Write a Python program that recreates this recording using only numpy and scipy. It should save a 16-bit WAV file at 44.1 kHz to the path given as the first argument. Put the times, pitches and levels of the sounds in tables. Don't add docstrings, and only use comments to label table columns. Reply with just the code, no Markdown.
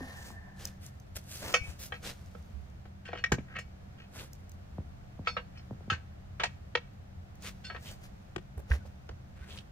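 import sys
import numpy as np
from scipy import signal
from scipy.fft import rfft, irfft
from scipy.io import wavfile
from scipy.ndimage import uniform_filter1d

SR = 44100
rng = np.random.default_rng(int(sys.argv[2]) if len(sys.argv) > 2 else 0)


def to_wav(s):
    ch = np.atleast_2d(s).T
    pcm = np.round(np.clip(ch, -1, 1) * 32767)
    wavfile.write(sys.argv[1], SR, pcm.astype(np.int16))


N = 428211
T = np.arange(SR // 2) / SR

# start_s, level_db, lowest_hz and highest_hz driven by the contact, spot_m along the rim,
# bounce_ms, crack_db, pan_db, ring_length_factor (at least 0.2 is used), main_hz ringing hardest, lift_db
CLANKS = [(1.5395, -25, 635, 11800, 0.149, 1.59, -4.5, -2.5, 0.92, 3250, 3),
          (1.921, -41, 490, 3800, 0.535, 0.1, -1, -1, 0.94, 1490, 0),
          (2.349, -55.5, 243, 2270, 0.044, 0.2, -17.5, -12, 0.65, 1290, -1),
          (2.853, -59.5, 300, 2800, 0.0044, 0.2, 5, 0, 0.72, 1300, -2),
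          (3.054, -54, 905, 7000, 0.072, 0.13, 2, 1, 1.6, 2885, 6),
          (3.086, -50, 243, 4000, 0.024, 0.16, 3, 1, 0.76, 750, 9),
          (3.130, -41, 245, 3820, 0.024, 0.15, 4, -0.5, 0.62, 760, 5),
          (3.153, -48, 245, 4500, 0.024, 0.14, 3, -1, 1.0, 2885, 14),
          (3.184, -50.5, 278, 5000, 0.0, 0.11, 1, 0, 1.4, 2830, 11),
          (3.239, -30.5, 750, 6200, 0.003, 0.55, -5.5, 0, 0.49, 1960, 11.5),
          (3.319, -30, 247, 12200, 0.006, 0.15, 0, -0.5, 0.59, 1560, 8),
          (3.384, -54.5, 300, 3520, 0.006, 0.1, -3, 2, 0.44, 2280, 28),
          (3.556, -49, 573, 4200, 0.071, 0.17, -12, 3, 1.24, 2260, 9),
          (3.586, -44.5, 704, 12000, 0.026, 0.45, 1, -1, 0.7, 2885, 9),
          (5.271, -31.5, 566, 4400, 0.017, 0.84, 2.5, -2, 1.1, 1300, 3.5),
          (5.366, -35.5, 586, 3400, 0.024, 1.77, 5.5, -2, 1.03, 1270, 9),
          (5.9, -31, 625, 5700, 0.752, 0.77, -9.5, -2.5, 1.2, 2556, 1.5),
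          (5.926, -37.5, 520, 5270, 0.074, 0.15, 0, -3, 1.4, 1590, 17),
          (6.397, -36, 557, 5100, 0.012, 0.086, 4, -2, 1.6, 1180, 7),
          (6.434, -31, 550, 6500, 0.003, 0.094, 9.5, -2.5, 0.83, 1830, 13),
          (6.751, -29.5, 434, 4300, 0.008, 2.18, -0.5, -0.5, 0.48, 500, 5),
          (7.698, -44.5, 514, 4200, 0.025, 3.06, -1, 1, 1.24, 1530, 3),
          (7.746, -48.5, 453, 4500, 0.021, 0.15, 1, 3, 0.84, 713, -4),
          (7.761, -50, 500, 4500, 0.021, 0.074, 8, -3, 0.72, 1565, 4),
          (8.361, -40.5, 245, 6700, 0.028, 0.24, 5, 1.5, 0.18, 1200, -1),
          (9.090, -50, 292, 4300, 0.031, 0.21, 5, -4.5, 0.37, 765, 16)]
# pitch_hz, level_db, t60_s
RIM_MODES = [(383, 3.5, .06), (490, 4, .1), (593, -6, .067), (713, 0, .089), (800, -3, .06),
             (925, -15, .046), (1125, -2, .067), (1305, 9.5, .048), (1555, 4, .08), (1645, 5.5, .066),
             (1797, 2.5, .055), (1872, 6, .08), (2126, -5, .067), (2272, 3, .09), (2360, -3, .06),
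             (2552, 0, .12), (2660, -8, .1), (2875, -1, .1), (3070, -2, .08), (3228, -1, .08),
             (3400, -7, .06), (3540, -8, .07), (4020, -5, .05), (4230, -13, .07), (4850, -9, .06),
             (5340, -8, .075), (5620, -12, .07), (6450, -11.5, .11), (7350, -16, .08)]
# pitch_hz, pan_db
RIM_AIM = [(400, 0.5), (700, 4.5), (1300, 2), (2000, 2), (4000, -1)]
# pitch_hz, level_db
CRACK_SPECTRUM = [(150, 13.5), (400, -1), (1500, -4), (3000, -0.6), (4500, -7.5), (6800, -5.5), (7800, -16),
                  (12000, -21.5), (16000, -25.5)]
# start_s, level_db, t60_factor, centre_hz, fall_db per octave
IRON_RINGS = [(1.546, -41, .5, 7000, -2), (3.06, -58, 0.47, 5000, -4), (3.18, -56, 0.43, 5500, -3),
              (3.59, -40, 0.39, 6500, 19), (5.273, -39.5, 1, 4870, 11), (5.575, -48.5, 0.42, 5324, 30),
              (5.904, -38, 0.43, 5040, 4), (6.436, -31, 0.24, 4800, 12), (7.645, -44, 0.85, 3800, 4.5),
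              (7.664, -43, 0.53, 4460, 19)]
# pitch_hz, level_db, t60_s
IRON_MODES = [(1520, 1, .22), (2035, -5, .2), (2760, 3, .17), (3548, -4, .28), (4365, 2, .25),
              (4770, -3, .13), (5324, -5, .24), (6320, -8, .19), (7391, -9, .18), (8560, -14, .24)]
# start_s, level_db, t60_factor, centre_hz, fall_db per octave
LIP_RINGS = [(1.545, -23, 0.73, 2400, 10), (1.547, -39, .5, 5400, 6), (1.617, -39, 1.0, 2500, 20),
             (1.925, -61, 0.45, 2500, 20), (3.241, -36, 0.38, 2150, 32), (3.557, -42, 0.78, 2220, 30),
             (5.903, -32, .4, 2560, 37), (6.438, -42.5, 0.81, 2500, 16), (6.753, -37, 0.39, 2700, 40)]
# pitch_hz, level_db, t60_s
LIP_MODES = [(2266, 0, .24), (2552, 0, .24), (2869, -14, .21), (4888, -6, .15), (5335, -4, .19),
             (5626, -2, .17), (6756, -12, .2), (8861, -7, .17)]
# start_s, end_s, level_db, centre_hz
SCRAPES = [(1.934, 1.974, -49, 2530), (3.037, 3.145, -55, 2740), (3.131, 3.192, -50, 2810),
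           (3.457, 3.585, -57, 1610), (3.543, 3.597, -43, 2210), (3.964, 4.063, -61, 3040),
           (5.242, 5.294, -51, 3000), (5.539, 5.609, -62, 2600), (7.633, 7.69, -55.5, 4330),
           (7.695, 7.79, -56.5, 1900)]
# time_s, pitch_hz, level_db
WHINE_CURVE = [(0, 1800, -52.5), (.13, 1811, -55.5), (.32, 1784, -59), (.55, 1766, -60.5), (.82, 1785, -74),
               (.97, 1780, -77)]
# ratio to its pitch, width_hz, level_db
WHINE_MODES = [(1.0, 105, 1), (.91, 110, -7), (1.13, 160, -14), (.58, 160, -11), (.42, 200, -5.5)]
# start_s, level_db, settled_hz, t60_s, snap_db
POPS = [(.005, -28, 255.5, 0.13, -3), (.304, -29.5, 199, 0.017, 1), (3.318, -10, 124, 0.082, -7),
        (3.324, -17.5, 172, 0.038, -24), (3.382, -19.5, 190, 0.05, -34), (4.783, -22.5, 78.4, 0.16, -3),
        (5.192, -24, 92, 0.11, -11), (5.709, -21.5, 121, 0.086, -7), (5.807, -30.5, 119, 0.041, -10),
        (5.878, -29, 92, 0.18, -26), (5.916, -22, 80.6, 0.18, -21), (8.36, -21.5, 336, 0.053, -7)]
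# start_s, level_db, t60_s, pan_db
THUDS = [(1.155, -25, 0.074, 0), (1.613, -16, 0.032, 10), (1.682, -29, 0.11, 15),
         (2.535, -36.5, 0.51, -14.5), (3.319, -17, 0.093, -1), (8.573, -22, 0.091, -2),
         (8.707, -10.5, 0.16, -2), (9.101, -27.5, 0.1, -1.5), (9.407, -28, 0.093, -2)]
# start_s, end_s, level_db, centre_hz, fall_db per octave
SCUFFS = [(1.431, 1.527, -49, 620, 6), (2.034, 2.127, -49, 3450, 9), (4.182, 4.216, -50, 2600, 11),
          (7.438, 7.504, -47, 2180, 9), (7.84, 7.92, -53.5, 3020, 19), (8.569, 8.613, -51.5, 378, 10),
          (8.709, 8.727, -34.5, 1650, 21), (8.73, 8.775, -61, 2020, 11), (8.849, 8.869, -55, 550, 15),
          (9.336, 9.52, -62.5, 1580, 10), (9.477, 9.569, -55, 3100, 22), (9.568, 9.604, -49, 3060, 16)]
# start_s, length_s, pitch_hz, level_db
SQUEAKS = [(8.8, .035, 1506, -60), (9.412, .045, 1563, -57.5)]
# middle_s, length_s, level_db, brightness_db
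STRIDES = [(0.07, 0.23, -54.5, -8.5), (0.243, 0.14, -51.5, -4.5), (0.637, 0.098, -50.5, -5.5),
           (0.853, 0.069, -54, -3), (1.166, 0.02, -42.5, -2.5), (1.354, 0.12, -45.5, -1),
           (1.482, 0.12, -41, -8), (1.687, 0.11, -53, -6), (1.836, 0.073, -45.5, 0.5),
           (2.075, 0.077, -42, -7), (4.195, 0.1, -48.5, -7), (7.46, 0.068, -46.5, -4),
           (7.877, .12, -53, -5), (8.045, 0.055, -58.5, -6), (8.73, 0.066, -47, -10.5),
           (8.867, 0.022, -59.5, -5), (9.535, 0.11, -54.5, -8)]
# pitch_hz, level_db
GRASS_SPECTRUM = [(180, -4.5), (300, -5), (417, -5.5), (517, -2.5), (922, -11), (1590, -4.5), (2250, -5),
                  (6250, -1), (15000, -8)]
# start_s, level_db (before its envelope)
SNAPS = [(0.653, -22), (0.8632, -35), (0.999, -46), (1.164, -29.5), (1.168, -54), (1.371, -32),
         (1.526, -32), (1.702, -48), (1.712, -46), (2.2593, -49.5), (4.332, -39), (4.494, -42.5),
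         (4.517, -41), (6.936, -60), (7.354, -51), (7.423, -40)]
# pitch_hz, level_db
LEAF_SPECTRUM = [(800, -28), (3000, -3), (6300, 19), (9000, 4), (15000, 8.5)]
# pitch_hz, level_db (rms, before the waver)
ENGINE_LINES = [(64.6, -67), (86, -57), (129.2, -60), (193.8, -61.5)]
# pitch_hz, level_db
AIR_SPECTRUM = [(20, -14), (40, -8.5), (75, -0.5), (138, -9.5), (192, -11.5), (240, -19), (430, -29),
                (720, -25.5), (950, -33), (1500, -33.5), (3000, -42), (6500, -48.5), (9500, -57),
                (15500, -55.5)]

STRAIN = .003
BEND_WAVE_M, NODE_DB = .24, -14
LIFT_OCTAVES = 0.17
CARCASS_HZ = 69
SETTLE_DB, SETTLE_T60_S = -22, 2.9
LEAF_RATE_HZ, LEAF_DB = 20, -30.5
BLADE_SPREAD_DB = 2.8
TUFT_DB, FLUTTER_DB, ENGINE_WAVER_DB = 1.3, 1.0, 1.6
AIR_DB = -50.2
TOP_HZ = 15450


def clanks(crack_t60=0.09, crack_rise=0.0019, ring_rise=0.0013, bounce_db=-6.5, cut_hz=330):
    out = np.zeros((2, N))
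    f = np.fft.rfftfreq(len(T), 1 / SR) + 1
    aim = pan(np.interp(f, *np.transpose(RIM_AIM)))
    for (start, db, low_hz, high_hz, spot, bounce_ms,
         crack_db, pan_db, length, main_hz, lift_db) in CLANKS:
        length = max(length, .2)
        crack = colour(rng.standard_normal((3, len(T))), CRACK_SPECTRUM)
        crack = crack * fade(crack_t60 * length, crack_rise)
        node_spectrum = np.transpose([f, node_db(f, spot)])
        crack = unit(colour(crack, node_spectrum) * fade(1, 1e-4))

        modes = []
        for hz, mode_db, t60 in RIM_MODES:
            strained_hz = hz * (1 + STRAIN * rng.standard_normal())
            lift = lift_db * np.exp(-(np.log2(hz / main_hz) / LIFT_OCTAVES) ** 2)
            modes.append((strained_hz, mode_db + node_db(hz, spot) + lift, t60))
        blow = unit(ring(modes, length, ring_rise, scatter_db=3.0)) + undb(crack_db) * crack

        bounce = 1 + undb(bounce_db) * np.exp(-2j * np.pi * f * bounce_ms / 1000)
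        blow = ports(irfft(rfft(blow) * bounce, len(T)), apart=1.0, size=5)
        blow = cut(blow, low_hz, "high")
        blow = cut(blow, high_hz, "low")
        blow = cut(blow, cut_hz, "high", order=4)
        blow /= np.std(blow, axis=1, keepdims=True)
        blow *= np.sqrt(SR / 20 / len(T))
        aimed = irfft(rfft(blow) * aim, len(T))
        add(out, start, aimed * undb(db) * pan(pan_db))
    return out


def node_db(hz, spot):
    swing = abs(np.cos(2 * np.pi * spot / BEND_WAVE_M * np.sqrt(hz / 1000)))
    return 20 * np.log10(undb(NODE_DB) + (1 - undb(NODE_DB)) * swing)


def irons():
    return singing(IRON_RINGS, IRON_MODES, twin=0.0092, twin_db=-15.5, twin_length=1.0)


def lip():
    return singing(LIP_RINGS, LIP_MODES, twin=0.0056, twin_db=-4, twin_length=0.81)


def singing(events, steel_modes, twin, twin_db, twin_length):
    out = np.zeros((2, N))
    for start, db, length, centre_hz, fall_db in events:
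        modes = []
        for hz, mode_db, t60 in steel_modes:
            octaves = abs(np.log2(hz / centre_hz))
            modes.append((hz, mode_db - fall_db * octaves, t60))
        modes += [(hz * (1 + twin), mode_db + twin_db, t60 * twin_length) for hz, mode_db, t60 in modes]
        sound = ring(modes, length, rise=0.0047, scatter_db=3.0)
        add(out, start, undb(db) * ports(sound, apart=0.52))
    return out


def scrapes(rate=420, grit_db=-7, focus_db=7, iron_db=-14):
    out = np.zeros((2, N))
    for start, end, db, centre_hz in SCRAPES:
        slips, share = drag(start, end, rate, spread_db=-2.0)
        steel = unit(ring(RIM_MODES, 0.45, rise=0.00055, scatter_db=-1))
        steel += undb(iron_db) * unit(ring(IRON_MODES, 0.18, rise=0.00044, scatter_db=2))
        ringing = unit(signal.fftconvolve(slips, steel, axes=1)[:, :len(T)])
        grit = unit(colour(slips, CRACK_SPECTRUM))
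        focus = [(centre_hz / 4, -2 * focus_db), (centre_hz, 0),
                 (centre_hz * 2, -focus_db), (centre_hz * 8, -4 * focus_db)]
        rasp = colour(ringing + undb(grit_db) * grit, focus)
        add(out, start, undb(db) * share * ports(unit(rasp), apart=0.35))
    return out


def whine():
    t = np.arange(N) / SR
    times, pitch, db = np.transpose(WHINE_CURVE)
    phase = 2 * np.pi * np.cumsum(np.interp(t, times, pitch)) / SR
    level = undb(np.interp(t, times, db) + FLUTTER_DB * walk(30.3)) * (t < times[-1])
    out = np.zeros((3, N))
    for ratio, width_hz, mode_db in WHINE_MODES:
        a, b = cut(rng.standard_normal((2, 3, N)), width_hz / 2, "low")
        out += undb(mode_db) * unit(a * np.cos(ratio * phase) + b * np.sin(ratio * phase))
    return ports(out * level, apart=0.74)


def tire(snap_hz=1000, settle_s=0.00305, rub_db=-20):
    out = np.zeros((2, N))
    rub_spectrum = [(40, -18.0), (150, 24), (700, -7), (1200, -28), (2500, -39), (8000, -50.0)]
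    for start, db, hz, t60, snap_db in POPS:
        cycles = hz * T + snap_hz * settle_s * (1 - np.exp(-T / settle_s))
        envelope = fade(t60, 0.014) + undb(snap_db) * fade(0.0061, 0.0012)
        pop = np.sin(2 * np.pi * cycles) * envelope
        rub = unit(colour(rng.standard_normal((3, len(T))), rub_spectrum))
        rub = ports(rub, apart=0.62) * fade(0.17, 0.00081)
        add(out, start, undb(db) * (pop + undb(rub_db) * rub))
    for start, db, t60, pan_db in THUDS:
        bounce = np.sin(2 * np.pi * CARCASS_HZ * T) * fade(t60, 0.0088)
        add(out, start, undb(db) * pan(pan_db) * bounce)
    return out


def boots(rate=1200, squeak_waver=.012):
    out = np.zeros((2, N))
    for start, end, db, centre_hz, fall_db in SCUFFS:
        slips, share = drag(start, end, rate, spread_db=1.5)
        resonance = [(centre_hz / 8, -3 * fall_db), (centre_hz, 0), (centre_hz * 8, -3 * fall_db)]
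        rasp = unit(colour(slips, resonance))
        add(out, start, undb(db) * share * ports(rasp, apart=0.95))
    waver = 1 + squeak_waver * walk(140)[:len(T)]
    for start, length, hz, db in SQUEAKS:
        swell = np.sin(np.pi * np.minimum(T / length, 1))
        squeak = np.sin(2 * np.pi * np.cumsum(hz * waver) / SR)
        add(out, start, undb(db) * swell * squeak)
    return out


def drag(start, end, rate, spread_db):
    n = int((end - start) * SR)
    swell = np.pad(signal.windows.tukey(n, .6), (0, len(T) - n))
    return grains(len(T), rate, spread_db) * swell, np.sqrt(n / len(T))


def grass(rate=12000, edge=5):
    out = np.zeros((2, N))
    tufts = undb(TUFT_DB * walk(90))
    t = np.arange(SR) / SR
    for middle, length, db, bright_db in STRIDES:
        start = max(middle - 2 * length, 0)
        since = start + t - middle
        swell = 1 / (1 + np.abs(2 * since / length) ** edge)
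        settle = (since > 0) * undb(-60 * np.abs(since) / SETTLE_T60_S)
        brush = colour(grains(SR, rate, BLADE_SPREAD_DB), GRASS_SPECTRUM)
        brush = unit(colour(brush, [(1000, -bright_db), (8000, bright_db)]))
        leaves = unit(colour(grains(SR, LEAF_RATE_HZ, 5.9), LEAF_SPECTRUM))
        sound = brush * (swell + undb(SETTLE_DB) * settle) + undb(LEAF_DB) * leaves * settle
        add(out, start, undb(db) * ports(sound, apart=0.54))
    out *= tufts
    for start, db in SNAPS:
        snap = unit(colour(rng.standard_normal((3, len(T))), LEAF_SPECTRUM)) * fade(0.012, 0.00056)
        add(out, start, undb(db) * ports(snap, apart=0.2))
    return out


def yard(x, echo_s=0.019, echo_db=-14, scatter_db=-15, tail_db=-25, tail_t60=0.3):
    noise = rng.standard_normal((2, 2, len(T)))
    noise = colour(noise, [(100, -19.5), (600, -18.0), (3000, -14.0), (12000, -15.0)])
    slap = undb(echo_db) * np.exp(-np.arange(len(T))) * .63
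    scatter = undb(scatter_db) * unit(noise[0] * fade(0.045, 0.00022)) / np.sqrt(len(T))
    tail = undb(tail_db) * unit(noise[1] * fade(tail_t60, 0.046)) / np.sqrt(len(T))
    response = np.roll(slap + scatter, int(echo_s * SR), axis=1) + tail
    return x + signal.fftconvolve(x, response, axes=1)[:, :N]


def distance(wander_cycles=0.27):
    mid, side = colour(rng.standard_normal((2, N)), AIR_SPECTRUM)
    side = colour(side, [(25, -13), (70, -7.0), (150, -22.0), (400, 4.5), (1500, 2.5)])
    air = (mid + side * np.array([[1], [-1]])) / mid.std()
    air = air * undb(AIR_DB + .5 * walk(2.2))
    t = np.arange(N) / SR
    hum = np.zeros(N)
    for hz, db in ENGINE_LINES:
        level = np.sqrt(2) * undb(db + ENGINE_WAVER_DB * walk(6.2))
        hum += level * np.sin(2 * np.pi * (hz * t + wander_cycles * walk(6)))
    return air + hum


def ring(modes, length, rise, scatter_db=7.0):
    out = np.zeros((3, len(T)))
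    for hz, db, t60 in modes:
        size, pitch = rng.standard_normal((2, 3, 1))
        phase = 2 * np.pi * (hz * (1 + .002 * pitch) * T + rng.random((3, 1)))
        level = undb(db + scatter_db * size)
        out += level * np.sin(phase.astype(np.float32)) * fade(t60 * length, rise)
    return out


def grains(n, rate, spread_db):
    struck = rng.random(n) < rate / SR
    size = struck * undb(spread_db * np.minimum(rng.exponential(size=n), 4))
    return unit(size * rng.standard_normal((3, n)))


def fade(t60, rise):
    return (1 - np.exp(-T / rise)) * np.exp(-np.log(1000) * T / t60)


def walk(rate):
    k = int(SR / rate)
    steps = np.repeat(rng.standard_normal(N // k + 1), k)
    return 1.57 * uniform_filter1d(steps, k)[:N]


def ports(x, apart, size=8):
    lag = rng.integers(1, size + 1)
    shared = np.stack([x[0], np.pad(x[0], (lag, 0))[:-lag]])
    return (shared + apart * x[1:]) / np.hypot(1, apart)


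def pan(db):
    return undb(np.array([[.5], [-.5]]) * db)


def colour(x, points):
    hz, db = np.transpose(points)
    f = np.fft.rfftfreq(x.shape[-1], 1 / SR) + 1
    gain = undb(np.interp(np.log(f), np.log(hz), db))
    return irfft(rfft(x) * gain, x.shape[-1])


def cut(x, hz, kind, order=3):
    return signal.sosfilt(signal.butter(order, hz, kind, fs=SR, output="sos"), x)


def undb(db):
    return 10 ** (np.asarray(db) / 20)


def unit(x):
    return x / np.sqrt(np.mean(x ** 2))


def add(out, start, x):
    i = max(int(start * SR), 0)
    out[:, i:i + x.shape[-1]] += x[..., :N - i]


def scene():
    steel = clanks() + irons() + lip() + scrapes() + whine()
    work = steel + tire() + boots() + grass()
    return yard(work) + distance()


def record(dry):
    return signal.sosfilt(signal.ellip(8, .2, 70, TOP_HZ, fs=SR, output="sos"), dry)


dry = scene()
out = record(dry)
to_wav(out)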